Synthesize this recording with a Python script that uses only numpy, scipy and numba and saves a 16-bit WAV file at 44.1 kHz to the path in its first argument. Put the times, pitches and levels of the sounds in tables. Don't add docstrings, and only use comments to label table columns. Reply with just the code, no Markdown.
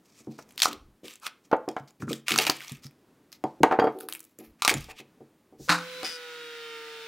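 import sys
import numpy as np
from scipy import signal
from scipy.fft import rfft, irfft
from scipy.io import wavfile
from scipy.ndimage import uniform_filter1d
from numba import njit

SR = 44100
rng = np.random.default_rng(int(sys.argv[2]) if len(sys.argv) > 2 else 0)


def convert_level_to_amplitude(level_db):
    exponent = np.asarray(level_db, float) / 20
    return 10 ** exponent


def int16_out(signal):
    q = np.round(np.clip(np.atleast_2d(signal).T, -1, 1) * 32767)
    wavfile.write(sys.argv[1], SR, q.astype(np.int16))


N = 311787
TIME = np.arange(N) / SR


def level(x, db):
    return x * convert_level_to_amplitude(db) / np.sqrt(np.mean(x ** 2))


@njit
def svf(x, hz, width):
    y, b, l = np.empty(len(x)), 0., 0.
    for i in range(len(x)):
        g = np.tan(np.pi * hz[i] / SR)
        v = (b + g * (x[i] - l)) / (1 + g * (g + width))
        b, l, y[i] = 2 * v - b, l + 2 * g * v, width * v
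    return y


def band(x, hz, width):
    return svf(x, np.clip(hz + np.zeros(len(x)), 20, .45 * SR), width)


def band_twice(x, hz, width, second_width):
    return band(band(x, hz, width), hz, second_width)


def coloured(spectrum):
    hz, db = np.transpose(spectrum)
    f = np.arange(N // 2 + 1) * SR / N + 1
    gain = convert_level_to_amplitude(np.interp(np.log(f), np.log(hz), db))
    return level(irfft(rfft(rng.standard_normal(N)) * gain, N), 0)


def walk(rate):
    k = int(SR / rate)
    held = np.repeat(rng.standard_normal(N // k + 1), k)
    return 2.5 * uniform_filter1d(uniform_filter1d(held, k), k)[:N]


def decay(t, t60):
    return np.exp(-np.log(1000) * t / t60)


def ring(modes, weight, damping, t):
    hz, db, t60 = np.transpose(modes)[:, :, None]
    level_chance, pitch_chance = rng.standard_normal((len(modes), 2)).T[:, :, None]
    sines = np.sin(2 * np.pi * hz * (1 + .006 * pitch_chance) * t)
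    return (weight * convert_level_to_amplitude(db + 1.5 * level_chance) * decay(t, t60 / damping) * sines).sum(axis=0)


def stroke(length, rise):
    u = TIME[:int(length * SR)] / length
    return np.sin(np.pi * u ** rise) ** 1.4


def add(out, s, x, db):
    i = int(s * SR)
    out[i:i + len(x)] += (x * convert_level_to_amplitude(db) / np.abs(x).max())[:N - i]


def cracks():
    # (time [s], peak [dB], ring of the bark flake [Hz])
    pick_snaps = [(.389, -38, 1150), (.4905, -44, 6000), (.5082, -40, 2800), (.5228, -42, 7840),
                  (.5595, -44, 6360), (.5783, -19.5, 3500), (.5875, -31.5, 4500), (.5934, -20.5, 4300),
                  (.6018, -15, 3470), (.6095, -27.5, 5500), (.6198, -0.5, 3700), (.626, -18, 6500),
                  (.6318, -2.5, 5200), (.6345, -13, 3000), (.6456, -16.5, 2560), (.6567, -5.5, 1240),
                  (.668, -22, 5000), (.73, -22, 3600), (1.0815, -28, 2900), (1.1378, -35, 7600),
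                  (1.1565, -33, 7400), (1.199, -46, 8000), (1.233, -33, 1250), (1.262, -24, 2620),
                  (1.2662, -14.5, 2605), (1.2761, -27, 1290)]
    pry_snaps = [(2.1306, -15, 3650), (2.1385, -29, 6900), (2.2825, -7.5, 2500), (2.3035, -20.5, 3000),
                 (2.3072, -9.5, 2400), (2.3192, -7, 3000), (2.34, -14, 1260), (2.36, -10.5, 1330),
                 (2.3784, -8.5, 5670), (2.387, 0, 2700), (2.3994, -11, 2850), (2.4235, -16.5, 2616),
                 (2.433, -19.5, 3000), (2.4405, -18.5, 2300), (2.4511, -14, 2650), (2.4675, -6, 2430),
                 (2.4978, -1.5, 4620), (2.567, -31.5, 8000), (2.5995, -32, 2500), (2.606, -24.5, 2250),
                 (2.618, -31, 1490), (2.6245, -32, 3000), (2.6475, -26.5, 2120), (2.6812, -26.5, 5430),
                 (2.6956, -26.5, 1070), (2.72, -27.5, 7900), (2.75, -42, 4970), (2.769, -43.5, 7000),
                 (2.8353, -38, 3080), (2.845, -41, 3960), (2.854, -45, 4800), (2.863, -46, 3500),
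                 (2.91, -49, 2500), (2.8672, -33, 4860)]
    peel_snaps = [(3.9878, -32.5, 4030), (4.0037, -30.5, 1340), (4.0079, -23.5, 1460),
                  (4.0873, -18.5, 1400), (4.0985, -28.5, 1267), (4.113, -38.5, 9000), (4.125, -18, 3410),
                  (4.1355, -22, 9460), (4.142, -31, 8000), (4.15, -23.5, 2500), (4.1574, -30, 2590),
                  (4.171, -37.5, 9000), (4.1935, -33, 4270), (4.2042, -28, 7520), (4.229, -39, 7500),
                  (4.241, -38.5, 9000), (4.25, -38, 7000), (4.3878, -30, 7930)]
    rip_snaps = [(4.6212, -7.5, 1190), (4.649, -2, 1202), (4.678, 1, 2550), (4.6945, -4.5, 2301),
                 (4.704, -20, 2500), (4.7145, -17.5, 2280), (4.733, -28, 9000), (4.7402, -10.5, 7095),
                 (4.749, -26.5, 6490), (4.7809, -30.5, 5720), (4.807, -33, 9000), (4.843, -33, 5000)]
    tool_ticks = [(1.515, -31.5, 4280), (1.5295, -33.5, 4500), (1.5665, -47, 6800), (1.6885, -22, 5200),
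                  (1.714, -41, 6500), (1.7655, -40, 6000), (1.7985, -45, 5500), (1.907, -43.5, 6500),
                  (3.3289, -33, 1192), (3.4395, -29, 2000), (3.713, -38, 2380), (3.7235, -32, 4000),
                  (6.0316, -19.5, 1207)]
    steel_ticks = [
        (3.3191, -37, 4660),
        (3.3275, -29, 4700),
        (3.6328, -5.5, 3000),
        (3.797, -30.5, 4670),
        (3.842, -41, 9100),
    ]
    # (snaps, treble of a middling snap [dB], dying time [ms], width of the flake ring [share])
    stages = [(pick_snaps, -11.5, 25, .26),
              (pry_snaps, -12.5, 25, .25),
              (peel_snaps, 3.6, 23, .24),
              (rip_snaps, -11, 28, .083),
              (tool_ticks, -24, 14, .2),
              (steel_ticks, -9.5, 9, .3)]
    middling_db, treble_per_db = -22, -.5
    out, t = np.zeros(N), TIME[:8192]
    for snaps, middling_treble_db, ms, width in stages:
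        for s, db, hz in snaps:
            treble_db = middling_treble_db + treble_per_db * (db - middling_db)
            envelope = np.exp(-7 * t / (ms / 1000)) + 2.6 * np.exp(-t / .0008)
            burst = rng.standard_normal(len(t)) * envelope * (1 - np.exp(-t / .00008))
            burst[1] += 11
            flake = band_twice(burst, hz, width, 2.9)
            flake += .39 * band(band(burst, 2700, 2.7), 3000, 2.8)
            flake += .1 * band(band(burst, 1.9 * hz, .2), 2.1 * hz, .68)
            flake += .35 * band(band(burst, 3.3 * hz, .1), 3.6 * hz, .69)
            spit = band_twice(burst, 10500, 1.6, 1.6)
            add(out, s, flake / np.abs(flake).max() + convert_level_to_amplitude(treble_db) * spit / np.abs(spit).max(), db)
    return out


def rustle():
    # (time [s], length [s], level [dB], pitch [Hz])
    pick_rubs = [(0.027, 0.31, -66, 5720), (0.296, 0.12, -66, 4760), (0.377, 0.068, -56.5, 5460),
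                 (0.465, 0.17, -67.5, 6390), (0.571, 0.14, -47.5, 3990), (0.618, 0.084, -30.5, 5610),
                 (.68, 0.13, -55.5, 3000), (1.031, 0.173, -53.5, 3130), (1.04, 0.12, -59, 7430),
                 (1.262, 0.024, -46, 2500), (1.437, 0.052, -67.5, 5820)]
    pry_rubs = [(1.875, 0.041, -60, 4750), (1.997, 0.07, -59, 2000), (2.09, .06, -49, 3000),
                (2.13, 0.097, -56.5, 6930), (2.28, 0.14, -33.5, 2880), (2.384, 0.1, -32.5, 2705),
                (2.464, .07, -32, 2430), (2.5, .19, -50.5, 3000), (2.6, 0.22, -50.5, 2580),
                (2.82, .09, -57.5, 5196)]
    peel_rubs = [
        (3.99, 0.095, -60, 1390),
        (4.085, .14, -56, 2320),
        (4.2, 0.16, -71, 7500),
        (4.384, .15, -63.5, 2400),
    ]
    rip_rubs = [
        (4.6205, .032, -38, 3994),
        (4.648, 0.028, -35, 4110),
        (4.6773, .06, -29, 2586),
        (4.74, 0.16, -51, 3000),
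    ]
    tool_rubs = [(1.684, 0.09, -65, 4760), (1.765, .07, -66, 4000), (3.44, .15, -70, 4500),
                 (3.716, 0.07, -63, 3000), (3.8, .18, -63.5, 3000)]
    steel_rubs = [
        (3.32, 0.06, -58.5, 4620),
        (3.905, 0.11, -72, 9800),
    ]
    swell_rubs = [(0.147, .085, -59, 6250), (1.2, .085, -44.5, 1320), (1.236, .05, -44.5, 2685),
                  (2.003, .04, -52.5, 6320), (2.062, .07, -46, 1347), (2.065, .05, -50, 6400),
                  (2.256, .03, -44, 2500), (4.579, .045, -60.5, 2004), (4.867, .06, -44, 2300),
                  (4.935, .085, -47, 3000)]
    # (rubs, treble [dB], lateness of the swell [exponent], hollow note [dB], broad hiss [dB])
    strokes = [(pick_rubs, -10, .63, -15, 0), (pry_rubs, -7.5, .5, -9, 1), (peel_rubs, 5.6, .44, -6, 3.6),
               (rip_rubs, -7, .46, -6, 4.1), (tool_rubs, -25, .4, -10.5, -2),
               (steel_rubs, -1.7, .5, -12.5, 1.8), (swell_rubs, -18, 1.5, -14, -5)]
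    out = np.zeros(N)
    crumbs = (rng.random(N) < 500 / SR) * convert_level_to_amplitude(2.2 * rng.exponential(size=N))
    crumbs = signal.lfilter([1], [1, -np.exp(-1 / (.00074 * SR))], crumbs)
    grit = (crumbs + 1.5) * convert_level_to_amplitude(1.6 * walk(110)) * rng.standard_normal(N)
    for rubs, treble_db, late, hollow_db, broad_db in strokes:
        for s, length, db, hz in rubs:
            shape, i = stroke(length, late), int(s * SR)
            x = grit[i:i + len(shape)]
            body = level(band_twice(x, hz, .53, 1), -4)
            body += level(band_twice(x, 4200, 2.3, 2.3), broad_db)
            body += level(band_twice(x, 1280, .12, .3), hollow_db) + level(band(x, 2500, .15), -10.5)
            body += level(band_twice(x, 12000, 1.2, 1.2), treble_db)
            out[i:i + len(shape)] += convert_level_to_amplitude(db) * shape * body
    return out


def knocks():
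    # (time [s], peak [dB], best-driven pitch [Hz], damping [factor])
    thumps = [(.272, -28, 230, 1), (.679, -28.5, 288, 1.2), (.727, -34, 323, 1.15), (1.032, -36, 294, 0.94),
              (1.044, -32, 323, 1.5), (1.801, -36.5, 145, 1.8), (2.073, -25, 208, 0.79),
              (2.108, -20, 330, 1.34), (2.715, -28, 148, 2.5), (2.85, -33.5, 140, 3.7),
              (3.949, -30.5, 416, 0.36), (4.388, -37, 323, 0.94)]
    hard_knocks = [(.204, -49, 226, 2.8), (.311, -44, 325, 0.9), (.388, -30.5, 904, 5.5),
                   (.655, -21, 1133, 4.8), (1.5135, -21, 890, 1.2), (1.678, -16.5, 511, 1.24),
                   (1.765, -16, 930, 2.76), (1.999, -36.5, 128, 0.79), (2.025, -22.5, 142, 2),
                   (2.308, -26.5, 213, 0.43), (2.469, -18.5, 1120, 2.2), (2.495, -14.5, 720, 3.4),
                   (3.439, -17, 323, 1.92), (3.604, -18.5, 149, 5.5), (3.6335, 1.5, 816, 2.4),
                   (3.7115, -10.5, 918, 1.4), (3.723, -8.5, 804, 0.95), (3.7885, -2.5, 750, 3.3),
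                   (3.797, -9, 920, 3.7), (3.87, -13, 644, 1.54), (4.028, -38, 430, 0.31),
                   (4.407, -39.5, 325, 0.58), (4.68, -10.5, 1205, 5), (4.712, -17.5, 460, 1.6),
                   (4.747, -23.5, 127, 1.9), (4.998, -39, 315.6, 1.03), (5.205, -40.5, 293, 1.15),
                   (5.524, -41.5, 339, 0.66), (5.596, -36, 199, 1.2), (6.031, -25, 710, 1.3)]
    slaps = [
        (1.5285, -6.5, 700, 2.36),
        (2.384, -19, 765, 0.75),
        (3.818, -11, 723, 1.14),
        (3.841, -8, 603, 1.55),
        (4.885, -39.5, 675, 0.87),
    ]
    hollow_notes = [(.271, -41, 875, 1.5), (.658, -17, 1150, 4), (1.2665, -22, 1300, 6),
                    (1.2765, -32, 1300, 6), (2.08, -28, 1300, 3), (2.362, -27.5, 1250, 3.7),
                    (2.499, -21, 900, 3.5), (2.023, -24, 1250, 4), (2.284, -23, 1250, 1),
                    (3.439, -17.5, 860, 0.97), (4.622, -20, 1210, 1.2), (4.649, -16.5, 1177, 1.1)]
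    contacts = [(thumps, .51), (hard_knocks, .98), (slaps, .75), (hollow_notes, .22)]
    # (frequency [Hz], level [dB], t60 [s])
    bench_modes = [(140, 0.5, 0.37), (173, -3.5, 0.17), (226, 0.5, 0.21), (296, -2, 0.23), (323, 5, 0.22),
                   (374.4, 6, 0.1), (448, 5, .12), (480, -5.5, 0.17)]
    slab_modes = [(647, -4.5, 0.15), (754, 9.5, 0.055), (860, 2, 0.13), (1012, 0, 0.05), (1194, -3, 0.13),
                  (1342, -1, 0.076), (1380, -4, .04), (1890, -1, .036), (2010, -9, .05), (2420, -15, .05)]
    modes = bench_modes + slab_modes
    out, t = np.zeros(N), TIME[:16384]
    for blows, reach in contacts:
        for s, db, hz, damping in blows:
            damping = np.clip(damping, .3, 5)
            octaves = np.log2(np.array(modes)[:, :1] / hz)
            tones = ring(modes, np.exp(-.5 * (octaves / reach) ** 2), damping, t)
            push = np.sin(np.pi / 2 * np.clip(t * hz / .83, 0, 1)) ** 2
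            blur = band_twice(rng.standard_normal(len(t)), hz, 1.3 * reach, 1.3 * reach)
            blur = band_twice(blur, hz, 3.9, 3.9) * np.exp(-damping * t / .022)
            add(out, s, push * (tones / np.abs(tones).max() + .18 * blur / np.abs(blur).max()), db)
    return signal.sosfilt(signal.butter(2, 110, "high", fs=SR, output="sos"), out)


def blade():
    # (time [s], peak [dB])
    hits = [
        (1.689, -45),
        (3.44, -47),
        (3.637, -45),
        (3.721, -43.5),
        (3.798, -26.5),
        (3.842, -37.5),
        (3.872, -43),
    ]
    blade_modes = [(3230, 0, 0.084), (4640, -4, 0.081), (5020, -11, .06), (6670, -19, .1),
                   (9100, -21.5, .04), (11900, -17, .03)]
    out = np.zeros(N)
    for s, db in hits:
        add(out, s, ring(blade_modes, 1, 1, TIME[:16384]), db)
    return out


def bark_in_bin():
    start_s, peak_db, clatter_t60_s = 5.692, -7.5, .25
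    wall_rings = [(1223, 0.32, 0.5), (1460, 0.27, 4), (2250, 0.39, -5), (3905, 0.18, -3.5), (3000, 3.1, -2)]  # (frequency [Hz], width [share], level [dB])
    drum_modes = [(172.7, 0, 0.39), (265, -9.5, 0.41), (308.6, 2, 0.187), (855, -1.5, .15)]  # (frequency [Hz], level [dB], t60 [s])
    # (time [s], peak [dB])
    bounces = [
        (5.686, -19.5),
        (5.6925, -8),
        (5.698, -9),
        (5.7025, -9),
        (5.7195, -15.5),
    ]
    out, t = np.zeros(N), TIME[:30000]
    clatter = rng.standard_normal(len(t)) * convert_level_to_amplitude(1.1 * walk(120)[:len(t)])
    clatter *= decay(t, clatter_t60_s) * (1 - np.exp(-t / .0013))
    walls = sum(level(band(band(clatter, hz, width), hz, 1.5), db) for hz, width, db in wall_rings)
    add(out, start_s, walls, peak_db)
    for s, bounce_db in bounces:
        tap = rng.standard_normal(2048) * np.exp(-t[:2048] / .0022)
        walls = sum(level(band(band(tap, hz, width), 1600, 1.8), db) for hz, width, db in wall_rings)
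        add(out, s, walls, bounce_db)
    add(out, start_s, ring(drum_modes, 1, 1, t) * (1 - np.exp(-t / .004)), peak_db - 11)
    return out


def palm():
    start_s, length_s, hiss_db, pitch_hz = 5.575, .16, -55.5, 5801.5
    out, shape, noise = np.zeros(N), stroke(length_s, 1), rng.standard_normal(SR)
    hiss = level(band_twice(noise, pitch_hz, .46, 1.5), hiss_db) + level(band(noise, 9000, 3.9), hiss_db + 1)
    out[int(start_s * SR):][:len(shape)] = shape * hiss[:len(shape)]
    return out


def knife_tones(turn, tone_db, cutting, side):
    loaded = [-28, -21.5, 1.5, -40, -21, -14, -29, -11, -8, -21, -12.5, -9.5, -18, -15, -13, -15.5, -14,
              -11, -20, -17, -16, -30, -11.5, -13, -22.5, -22, -19, -21, -24, -18, -28, -27, -24, -29, -29,
              -22.5]
    idling = [(1, -18), (3, 2), (6, -10), (9, -14), (23.7, -8)]  # (multiple of the shaft rate, level [dB])
    pan_db = -.8
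    out = np.zeros((2, len(turn)))
    for orders, share in ((enumerate(loaded, 1), cutting), (idling, 1 - cutting)):
        for k, db in orders:
            phase, lean = rng.standard_normal(2)
            drift_db = 0 if k == 3 else 1.6 * walk(10)[-len(turn):] - 1
            waver = convert_level_to_amplitude(drift_db + (.6 * lean + pan_db) * side)
            lag = min(k / 14, .8) * (.4 + .2 * lean) * side
            tone = np.sin(k * turn + 3 * phase + lag)
            out += share * waver * convert_level_to_amplitude(db + tone_db + (1.5 if k == 3 else 3)) * tone
    return out


def chip_roar(turn, hz, roar_db, cutting, side):
    roar_density = [(70, -54), (320, -17.5), (850, -25), (1450, -11.5), (3500, -13), (8500, -28.5),
                    (12000, -34), (15300, -29.5)]
    chop = 1 + .12 * cutting * np.sin(3 * turn)
    wide = level(band(coloured(roar_density), 7000, 3.5), -5.5)
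    roar = (coloured(roar_density) + side * wide)[:, -len(turn):]
    whine = level(band(rng.standard_normal(len(turn)), 63.3 * hz, .0062), -23.5)
    whine *= convert_level_to_amplitude(-4 * cutting)
    return convert_level_to_amplitude(roar_db - 1) * chop * roar + convert_level_to_amplitude(roar_db) * whine


def steel_tray(t, turn, side):
    # (time [s], level [dB])
    bite = [
        (6.035, -63.5),
        (6.047, -34.5),
        (6.1, -42),
        (6.16, -44),
        (6.2, -64),
    ]
    tray_rings = [(4930, 910, 2), (9000, 3200, -10), (2500, 2500, -3.5)]  # (frequency [Hz], width [Hz], level [dB])
    cycles = turn / (2 * np.pi)
    blows = np.diff(np.floor(cycles), prepend=0) * convert_level_to_amplitude(2 * rng.standard_normal(len(t)))
    blows += 1.1 * np.diff(np.floor(3 * cycles), prepend=0) + .035 * rng.standard_normal(len(t))
    tray = sum(level(band_twice(blows, f, w / f, w / f), db) for f, w, db in tray_rings)
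    return convert_level_to_amplitude(np.interp(t, *np.transpose(bite))) * (tray + .4 * side * np.roll(tray, 9))


def planer():
    # (time [s], cutter shaft rate [turns/s], knife tone [dB], air and chips [dB])
    course = [
        (5.68, 169.3, -41.5, -51.5),
        (5.842, 168.9, -46, -44.5),
        (6.025, 168.6, -42.5, -42),
        (6.061, 166.1, -59, -36),
        (6.148, 163.9, -47, -46.5),
        (6.299, 160.4, -46, -46.5),
        (6.501, 157, -45, -47),
        (6.751, 153.1, -44.5, -47),
        (7.07, 151.4, -46.5, -46.5),
    ]
    casing_rings = [(1455, 43, -1), (2220, 130, -11), (3650, 110, -9)]
    start = int(course[0][0] * SR)
    t, (s, *columns) = TIME[start:], np.transpose(course)
    hz, tone_db, roar_db = (np.interp(t, s, column) for column in columns)
    turn, side = 2 * np.pi * np.cumsum(hz) / SR, np.array([[1], [-1]])
    cutting = np.clip((t - 6.03) / .023, 0, 1)
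    out = np.zeros((2, N))
    out[:, start:] = knife_tones(turn, tone_db, cutting, side) + chip_roar(turn, hz, roar_db, cutting, side)
    out += sum(convert_level_to_amplitude(db) * np.array([band(port, f, w / f) for port in out]) for f, w, db in casing_rings)
    out[:, start:] += steel_tray(t, turn, side)
    return out


def draughts():
    # (time [s], length [s], level [dB])
    passes = [
        (0.737, 0.26, -55.5),
        (2.716, .12, -62),
        (4.463, 0.088, -59),
        (3.6, 0.066, -52.5),
        (3.772, 0.071, -57),
        (4.679, 0.31, -47.5),
        (5.577, 0.11, -57),
    ]
    out, air = np.zeros(N), level(band(band(rng.standard_normal(N), 44.8, 1.8), 45, 1.8), 0)
    for s, length, db in passes:
        shape, i = stroke(length, .67), int(s * SR)
        out[i:i + len(shape)] += convert_level_to_amplitude(db) * shape * air[i:i + len(shape)]
    return out


def room(x):
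    t60_s, treble_t60_s, tail_db = .29, .088, -14
    t = TIME[:int(.6 * SR)]
    noise = rng.standard_normal(len(t)) * np.clip((t - .003) / .0049, 0, 1)
    tail = band(noise, 610, 3.7) * decay(t, t60_s) + 1.1 * noise * decay(t, treble_t60_s)
    return signal.fftconvolve(x, tail * convert_level_to_amplitude(tail_db) / np.sqrt(np.sum(tail ** 2)))[:N]


def workshop():
    shop_density = [(15, -44.5), (25, -31), (125, -16), (217, -10.5), (293, -10), (620, -22), (1020, -25.5),
                    (16000, -49.5)]
    shop_db, hiss_db, end_s = -63, -76, 6.15
    hum = level(coloured(shop_density) * convert_level_to_amplitude(1.1 * walk(6.8)), shop_db)
    hiss = level(rng.standard_normal(N), hiss_db)
    return (hum + hiss) * np.clip((end_s - TIME) * 50, 0, 1)


def scene():
    bench = cracks() + rustle() + knocks() + blade() + bark_in_bin()
    return bench + room(bench) + palm() + planer() + draughts() + workshop()


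def top_cut(x):
    return signal.sosfilt(signal.butter(12, 17000, fs=SR, output="sos"), x)


def record(dry):
    top_hz = 15800
    x = 1.02 * np.tanh(dry / 1.153) + convert_level_to_amplitude(-101) * rng.standard_normal(dry.shape)
    x = signal.sosfilt(signal.butter(16, 16600, fs=SR, output="sos"), x)
    low = irfft(rfft(x) * (np.arange(N // 2 + 1) * SR / N < top_hz), N)
    edge = x - low
    loud = uniform_filter1d(edge ** 2, size=1024) > convert_level_to_amplitude(-92)
    return top_cut(low + uniform_filter1d(1. * loud, size=256) * edge)


dry = scene()
out = record(dry)
int16_out(out)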